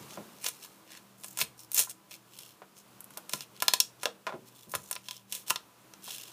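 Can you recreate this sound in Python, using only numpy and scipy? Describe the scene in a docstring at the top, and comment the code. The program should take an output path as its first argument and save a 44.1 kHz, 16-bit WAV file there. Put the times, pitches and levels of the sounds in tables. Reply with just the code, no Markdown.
"""Masking tape ripped off a board

Close to the microphone, tape is picked at and pulled off the corner of a board held over a workbench.
Noise grains make the rips and finger rubs; filtered bursts make the snaps, small clicks and dull knocks.
The board rings through resonators; echoes, a short tail, air noise and faint hum place it in a small workshop."""
import sys
import numpy as np
from scipy import signal
from scipy.fft import rfft, irfft
from scipy.io import wavfile
from scipy.ndimage import uniform_filter1d

SR = 44100
rng = np.random.default_rng(int(sys.argv[2]) if len(sys.argv) > 2 else 0)


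def bounce(signal):
    """Save signal as a 16-bit WAV file at the path given by the first command-line argument."""
    frames = np.transpose(np.atleast_2d(signal))
    limited = np.clip(frames, -1, 1)
    pcm = np.round(limited * 32767).astype(np.int16)
    wavfile.write(sys.argv[1], SR, pcm)


N = 278712
T = np.arange(N) / SR

# Tape pulled free. Each row: moment of fastest pull in seconds, rise in seconds, fall in seconds,
# relative level in dB, brightness in dB per octave, ring of the free flap in Hz.
RIP_ROWS = [(.466, 0.056, .05, -34.5, 1, 2305), (1.414, 0.042, .03, -27, 1.5, 2240),
            (1.793, 0.051, 0.053, -21, 3, 7240), (1.91, 0.027, 0.014, -40.5, 2, 8590),
            (3.34, .05, 0.09, -41.5, 1, 2414), (4.756, 0.021, .01, -34.5, 0, 3430),
            (5.345, 0.054, 0.093, -40.5, 2, 3250), (5.503, .016, 0.011, -31, 5.5, 2780),
            (6.09, 0.034, 0.23, -47.5, -0.5, 3120)]


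def amp(db):
    """Decibels to gain."""
    return 10 ** (np.asarray(db) / 20)


def evened(x):
    """Scales to an rms of 1."""
    return x / np.sqrt(np.mean(x ** 2) + 1e-20)


def read(points, hz):
    """Reads a table on a log-frequency axis."""
    f, value = np.transpose(points)
    return np.interp(np.log(hz + 1), np.log(f + 1), value)


def add(mix, s, sound):
    """Mixes a sound in at s seconds."""
    part = mix[max(round(s * SR), 0):][:len(sound)]
    part += sound[:len(part)]


def bins(size=4096):
    """Frequencies in Hz on which colours are drawn."""
    return np.fft.rfftfreq(size, 1 / SR)


def coloured(x, db):
    """Causal minimum-phase filter with the given gain over bins(), never below -90 dB."""
    both_sides = np.r_[db, db[-2:0:-1]]
    log_gain = np.log(amp(np.maximum(both_sides, -90)))
    response = np.exp(np.conj(signal.hilbert(log_gain)))
    return signal.fftconvolve(x, np.fft.ifft(response).real)


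def wander(rate):
    """Smooth random motion of rms 1, mostly slower than rate in Hz."""
    spectrum = rfft(rng.standard_normal(N))
    return evened(irfft(spectrum / (1 + (bins(size=N) / rate) ** 4), N))


def paper_db():
    """The stretched strip favours its resonances and weakens its dips."""
    # Each row: centre in Hz, width in Hz, gain in dB.
    resonances = [(1690, 64, 7), (1780, 160, 2), (2670, 540, 4), (2960, 250, 1), (4030, 470, 1.5),
                  (4770, 320, -5.5), (5230, 440, 3.5), (6200, 640, 0.5), (8700, 770, 1), (9460, 810, 1)]
    return sum(db / (1 + (2 * (bins() - hz) / width) ** 2) for hz, width, db in resonances)


def flap_db(hz, db=7, octaves=0.19):
    """The loose end of the tape rings at a pitch set by its length: a peak around hz."""
    return db / (1 + (np.log2((bins() + 1) / hz) / octaves) ** 2)


def bend(x, delay_s=0.000916, slow_hz=7000):
    """Bending waves in paper are slower at low pitch, so a click arrives as a tiny falling chirp."""
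    hz = bins(size=len(x))
    lag = delay_s * np.exp(-hz / slow_hz)
    phase = 2 * np.pi * np.cumsum(lag) * hz[1]
    chirp = irfft(rfft(x) * np.exp(-1j * phase), len(x))
    return chirp * np.linspace(1, 0, len(x))


def burst(decay, spike, linger=0., linger_s=0.0043, size=4096):
    """A spike, a quick flutter and a slower shiver, with the same energy in every broad band."""
    t = np.arange(size) / SR
    envelope = np.exp(-t / max(decay, 1 / SR)) + linger * np.exp(-t / linger_s)
    x = rng.standard_normal(size) * envelope
    x /= np.linalg.norm(x)
    x[0] += spike
    span = int(np.clip(size / SR / decay, 24, 100))  # bins averaged into one band
    band_power = uniform_filter1d(abs(rfft(x)) ** 2, span)
    return coloured(x, -10 * np.log10(band_power + 1e-9))[:size]


def board(x):
    """The board rings with its modes, each a narrow resonator."""
    # Each row: mode in Hz, width in Hz, relative gain in dB.
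    modes = [(465, 9, -7.5), (582, 32, -10.5), (603, 24, -33), (804, 45, -9), (1013, 40.5, 6.5),
             (1243, 31, 1), (1369, 43, -1)]
    return sum(amp(db) * signal.lfilter(*signal.iirpeak(hz, hz / width, SR), x) for hz, width, db in modes)


def snaps(rows, spike=0.17, tape_db=-2.0, thud_db=-4.5, bass_db=-19):
    """Each slip of the taut tape cracks the paper and jolts the board."""
    tape, jolts = np.zeros(N), np.zeros(N)
    bob = flap_db(201, db=4, octaves=0.93)  # the board bobs in the hand
    body = paper_db() + bob
    for s, db, low, top, flap_hz, flutter_s in rows:
        crack = amp(db) * bend(burst(flutter_s, spike, linger=0.39))
        mid = -3.5 + 0.65 * low  # a harder jolt is also fuller near 2 kHz
        tone = [(50, low + bass_db - 0.5), (250, low + bass_db), (550, low + thud_db), (1100, low + thud_db),
                (2000, mid), (3600, 0), (5500, 0), (9000, top), (15000, top - 2)]
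        add(tape, s, coloured(crack, read(tone, bins()) + body + flap_db(flap_hz)))
        add(jolts, s, amp(low) * crack)
    return amp(tape_db) * tape + board(jolts)


def strokes(rows, tone, per_s, spread_db, hiss, judder_db, ring_db, bluntness):
    """Threads of glue or paper grain let go one by one, louder and denser with the speed of the hand."""
    out, colour = np.zeros(N), read(tone, bins()) + paper_db()
    judder = amp(judder_db * wander(210))  # the slip is never even
    sizes = amp(spread_db * np.minimum(rng.exponential(1, N), 3)) * rng.choice([-1, 1], N)
    chance, fizz = rng.random(N), rng.standard_normal(N)
    for s, rise, fall, db, bright, ring_hz in rows:
        near = (T > s - 2 * rise) & (T < s + 2 * fall)
        t = T[near] - s
        speed = amp(-20 * np.maximum(-t / rise, t / fall) ** bluntness)  # 20 dB down after rise or fall
        let_go = chance[near] < per_s * speed ** .3 / SR
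        grains = evened(sizes[near] * let_go) + hiss * fizz[near]
        grains = grains * judder[near] * speed
        grains *= np.linalg.norm(speed) / np.linalg.norm(grains)
        tilt = bright * np.log2(np.maximum(bins(), 1000) / 5000)
        tilted = colour + flap_db(ring_hz, db=ring_db) + tilt
        tilted = tilted - 10 * np.log10(np.mean(amp(tilted) ** 2))  # colour alone adds no level
        add(out, T[near][0], amp(db) * coloured(grains, tilted))
    return out


def slips(rows, per_s, over_db, flutter_s):
    """Chance snaps during strokes, one somewhere in every interval, stronger when the hand is fast."""
    scatter_db, board_db, treble_db = 0.5, -3.5, 2
    centre_hz, spread_octaves = 7930, 0.57  # ring of the flap, spread either way
    found = []
    for s, rise, fall, db, bright, _ in rows:
        grid = np.arange(-rise, fall, 1 / per_s)
        place, size, pitch = rng.random((len(grid), 3)).T
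        t = grid + place / per_s
        scatter = scatter_db * np.log(size / (1 - size)) / 2
        strength = db + over_db - 20 * np.maximum(-t / rise, t / fall) + scatter
        flap_hz = centre_hz * 2 ** (spread_octaves * (2 * pitch - 1))
        for dt, level, hz in zip(t, strength, flap_hz):
            found.append((s + dt, level, board_db, treble_db + bright, hz, flutter_s))
    return found


def room_tone(waver=0.57, drift=0.72):
    """Air noise of slowly changing level under a hum whose tones waver in level and phase."""
    # Each row: frequency in Hz, relative gain in dB.
    air_colour = [(30, -16), (60, -10), (100, -11), (135, -1), (240, -4), (325, -3.5), (420, -4.5),
                  (780, -7), (980, -6), (1200, -6), (1900, -14), (2700, -13), (4500, -16.5), (15000, -18.5)]
    # Each row: time in seconds, air level in dB around which it wanders.
    air_level = [(0, -51.5), (.4, -56.5), (2, -61.5), (3.2, -58), (4.2, -60.5), (5.2, -62), (6.32, -57)]
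    # Each row: hum tone in Hz, rms level in dB.
    hum_tones = [(121, -71.5), (195, -70), (322, -74), (1000, -77)]
    spectrum = rfft(rng.standard_normal(N)) * amp(read(air_colour, bins(size=N)))
    air = evened(irfft(spectrum, N))
    hum = np.zeros(N)
    for hz, db in hum_tones:
        tone = np.sin(2 * np.pi * hz * T + drift * wander(7.2))
        hum += amp(db) * evened((1 + waver * wander(3.3)) * tone)
    return air * amp(np.interp(T, *np.transpose(air_level)) + 1.06 * wander(2.2)) + hum


def slides():
    """Fingers sliding on tape and board, each slide split into speeding up and slowing down."""
    # Each row: moment of fastest slide in seconds, length in seconds, relative level in dB,
    # brightness in dB per octave, ring of the rubbed spot in Hz.
    slide_rows = [(0.023, 0.078, -55, -1, 900), (.125, 0.097, -48.5, -1.5, 6500),
                  (.52, 0.58, -55, 1.5, 1010), (0.644, 0.064, -51, 0, 1700), (0.932, 0.15, -49.5, -3, 1870),
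                  (1.274, 0.23, -48, 7, 7050), (1.608, 0.094, -49, 4.5, 5600),
                  (2.131, 0.078, -45.5, 1, 2400), (2.407, 0.29, -51, 2, 3070),
                  (2.789, 0.093, -54.5, 2, 6650), (3.134, 0.09, -58, 1, 7000),
                  (3.421, 0.063, -47, -0.5, 2780), (3.559, 0.042, -53, -2.5, 3170),
                  (3.644, 0.087, -45, -.5, 3040), (4.034, 0.11, -51, -0.5, 6000),
                  (4.477, 0.057, -54.5, 2, 1020), (4.588, 0.2, -55, 3, 3500),
                  (4.714, 0.073, -44.5, 8.5, 10040), (4.844, 0.39, -53.5, 3.5, 6980),
                  (5.113, 0.2, -51, .5, 3180), (5.48, 0.042, -43.5, 1, 3180), (6.113, 0.23, -41.5, 2, 3260),
                  (6.27, 0.26, -49.5, 0, 3220)]
    rise_share = .45  # part of a stroke spent speeding up
    return [(s, length * rise_share, length * (1 - rise_share), *tone) for s, length, *tone in slide_rows]


def rubs():
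    """Sliding fingers free the paper grain in dense, hissing strokes."""
    # Each row: frequency in Hz, relative gain in dB.
    rub_colour = [(60, -62), (400, -19.5), (1000, -13), (1800, -9), (2800, -1), (4500, 2), (7000, 0),
                  (11000, -3), (15000, -2)]
    return amp(-1.5) * strokes(slides(), rub_colour, per_s=2500, spread_db=-0.5, hiss=0.73,
                               judder_db=4.5, ring_db=7.0, bluntness=2.72)


def crinkles():
    """Small snaps under the sliding fingers."""
    return snaps(slips(slides(), per_s=30, over_db=23, flutter_s=0.0017))


def knocks(spike=0.43, ring_db=-2, push_db=2):
    """Soft blows of hands and board: a low push with a short rattle, and the board's ring."""
    # Each row: time in seconds, relative strength in dB, centre in Hz, width in octaves.
    blows = [(.006, -4, 178, 1.04), (.174, 0.5, 520, 0.93), (0.177, 6, 212, 0.55), (.199, -5.5, 393, 0.81),
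             (1.418, -1, 154, 1), (1.873, -11, 1060, 0.51), (2.619, -8, 680, 1.1), (3.172, -7.5, 727, 1.3),
             (3.336, 0.5, 214, 1.04), (4.057, 12, 620, 0.47), (4.273, 2.5, 850, 1.43),
             (4.293, -0.5, 720, 1.16), (4.324, -2, 724, 0.88), (4.338, 5, 308, 1.07),
             (4.671, -5.5, 196.5, 0.81), (4.751, -2, 152, 1.3), (5.505, 6.5, 890, 0.14),
             (6.078, -6.5, 860, 0.5)]
    out = np.zeros(N)
    for s, db, hz, octaves in blows:
        away = np.log2((bins() + 1) / hz)  # octaves from the centre
        hump = -20 * np.log10(1 + (away / octaves) ** 2) - away ** 2
        rattle_s = 0.013 * np.sqrt(523.5 / hz)  # lower knocks rattle longer
        add(out, s, amp(db) * coloured(burst(rattle_s, spike), hump))
    return amp(push_db) * out + amp(ring_db) * board(out)


def tape_snaps():
    """Single snaps of the taut tape, each a crack with a jolt of the board."""
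    # Each row: time in seconds, relative strength in dB, board's share in dB, treble share in dB,
    # ring of the free flap in Hz, decay of the paper flutter in seconds.
    snap_rows = [(.4435, -5, -1, -3, 8800, 0.00097), (.4635, 2.5, -4.5, -12, 6800, .0011),
                 (.4856, -6.5, -3, 2.5, 10300, .004), (.647, -18, 0, -2, 13600, 0.002),
                 (1.2357, -14.5, -4, -5, 9300, .0015), (1.2437, -13, 1.5, 0.5, 9270, 0.00037),
                 (1.3732, -8, -1.5, 0, 9300, .0013), (1.3884, -7, 6, 3, 7200, .0005),
                 (1.414, 6.5, -3.5, -31, 2660, 0.0032), (1.7172, -12.5, -6, 5, 12300, 0.00037),
                 (1.732, -23, -12, 13, 8900, .0004), (1.745, -6.5, -13, 10, 13700, .0003),
                 (1.8959, -16, -21, 4.5, 8440, .0003), (2.115, -18, 0, -13, 2440, 0.00062),
                 (2.3884, -14.5, -7, -4, 11140, .0016), (3.0058, -27.5, 6, 12.5, 11700, 0.00098),
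                 (3.0428, -31.5, 3, 13.5, 11500, .0009), (3.1063, -30, 12, 5, 10600, .0004),
                 (3.1732, -11.5, -10, 1.5, 11900, 0.0038), (3.2942, -9.5, -1.5, -3.5, 8900, 0.0024),
                 (3.3346, 3, -1.5, -6, 9700, 0.0015), (3.407, -9.5, -4.5, -5, 5070, .0011),
                 (3.602, -10, -12, -4, 3200, .0027), (3.6225, 3, 6.5, -1.5, 12300, 0.0019),
                 (3.6814, 12.5, -2, -5.5, 4000, .0011), (3.7364, 10.5, -1, -2.5, 4150, 0.00077),
                 (3.8019, 12.5, -15, -2.5, 5700, 0.00054), (4.0323, -4.5, 6.5, -4, 9300, 0.004),
                 (4.0559, 4, 4.5, -10, 3480, 0.001), (4.2674, -11, 14.5, -16, 2290, 0.0019),
                 (4.7375, -19, 25.5, -20, 9300, .0023), (4.751, -6.5, 12, 3.5, 10460, 0.0015),
                 (4.912, -8.5, 5, 7, 9000, 0.00028), (4.928, -8, -5, -1, 5940, 0.00021),
                 (4.9535, -13, 0, -2, 9400, .00085), (4.9625, -7, 0, -38, 2330, 0.0027),
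                 (5.0851, -6.5, -4, -10, 3380, 0.0015), (5.1097, -5.5, -8, -7, 3160, .0008),
                 (5.1662, -19, -18, -3, 5530, .0004), (5.3234, -2.5, -11, 0.5, 2920, 0.0034),
                 (5.3512, -10, -21, 0, 8800, 0.0007), (5.4817, -11.5, -4, -3, 8860, 0.00046),
                 (5.4992, -3, -1, 1, 5420, 0.0019), (5.5044, 4, 7, 1, 2800, 0.00063),
                 (5.5584, -1.5, 0.5, -10, 3750, .0009), (5.9367, -20.5, 4, -4.5, 5900, .001),
                 (6.0418, -24, -8, 5.5, 10700, .0009), (6.1055, -10.5, -12, -20, 3570, 0.00054)]
    return snaps(snap_rows)


def rips():
    """The tape is pulled free as threads of glue let go in quick succession."""
    # Each row: frequency in Hz, relative gain in dB.
    rip_colour = [(60, -42), (200, -44.5), (450, 3.5), (1000, -14), (1500, -4.5), (2700, -0.5), (4500, 0.5),
                  (6700, 2.5), (9000, -7), (15000, -1)]
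    return amp(-1.0) * strokes(RIP_ROWS, rip_colour, per_s=2000, spread_db=4.5, hiss=.3,
                               judder_db=2, ring_db=6, bluntness=1.3)


def catches():
    """The glue catches and gives way during a rip, in runs of tiny snaps."""
    return snaps(slips(RIP_ROWS, per_s=150, over_db=21.5, flutter_s=0.00052), spike=0.67)


def workshop(x, early_db=-11, early_s=0.0062, tail_db=-15.0):
    """Quick echoes off bench and hands, then the room's short tail."""
    # Each row: frequency in Hz, time in seconds for the tail to fall 60 dB.
    tail_times = [(150, 0.88), (600, 0.28), (1000, 0.19), (1800, 0.23), (4000, 0.18), (8000, 0.2),
                  (15000, 0.15)]
    t = np.arange(SR // 2) / SR
    early = rng.standard_normal(len(t)) * (t > .001) * np.exp(-t / early_s)
    hz, frame_s, z = signal.stft(rng.standard_normal(len(t)), SR, nperseg=256)
    fading = z * amp(-60 * frame_s / read(tail_times, hz)[:, None])
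    tail = signal.istft(fading, SR)[1][:len(t)]
    tail *= np.clip((t - .004) / 0.0096, 0, 1)  # the tail fades in behind the echoes
    echo = amp(early_db) * early / np.linalg.norm(early) + amp(tail_db) * tail / np.linalg.norm(tail)
    return x + signal.fftconvolve(x, echo)[:N]


def scene():
    """Tape, fingers and board sound in the workshop, over its air noise and hum."""
    fingers = rubs() + crinkles() + knocks()
    tape = tape_snaps() + rips() + catches()
    return (workshop(fingers + tape) + room_tone())[None]


def record(dry):
    """The microphone rounds off the hardest snaps and sheds deep bass; then the band limit."""
    ceiling, bass_hz, edge_hz = .75, 75, 15450
    rounded = ceiling * np.tanh(dry / ceiling)
    thin = signal.sosfilt(signal.butter(4, bass_hz, "high", fs=SR, output="sos"), rounded)
    band_limit = signal.firwin(401, edge_hz, window=("kaiser", 8), fs=SR)
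    return signal.oaconvolve(thin, band_limit[None], "same")


dry = scene()
out = record(dry)
bounce(out)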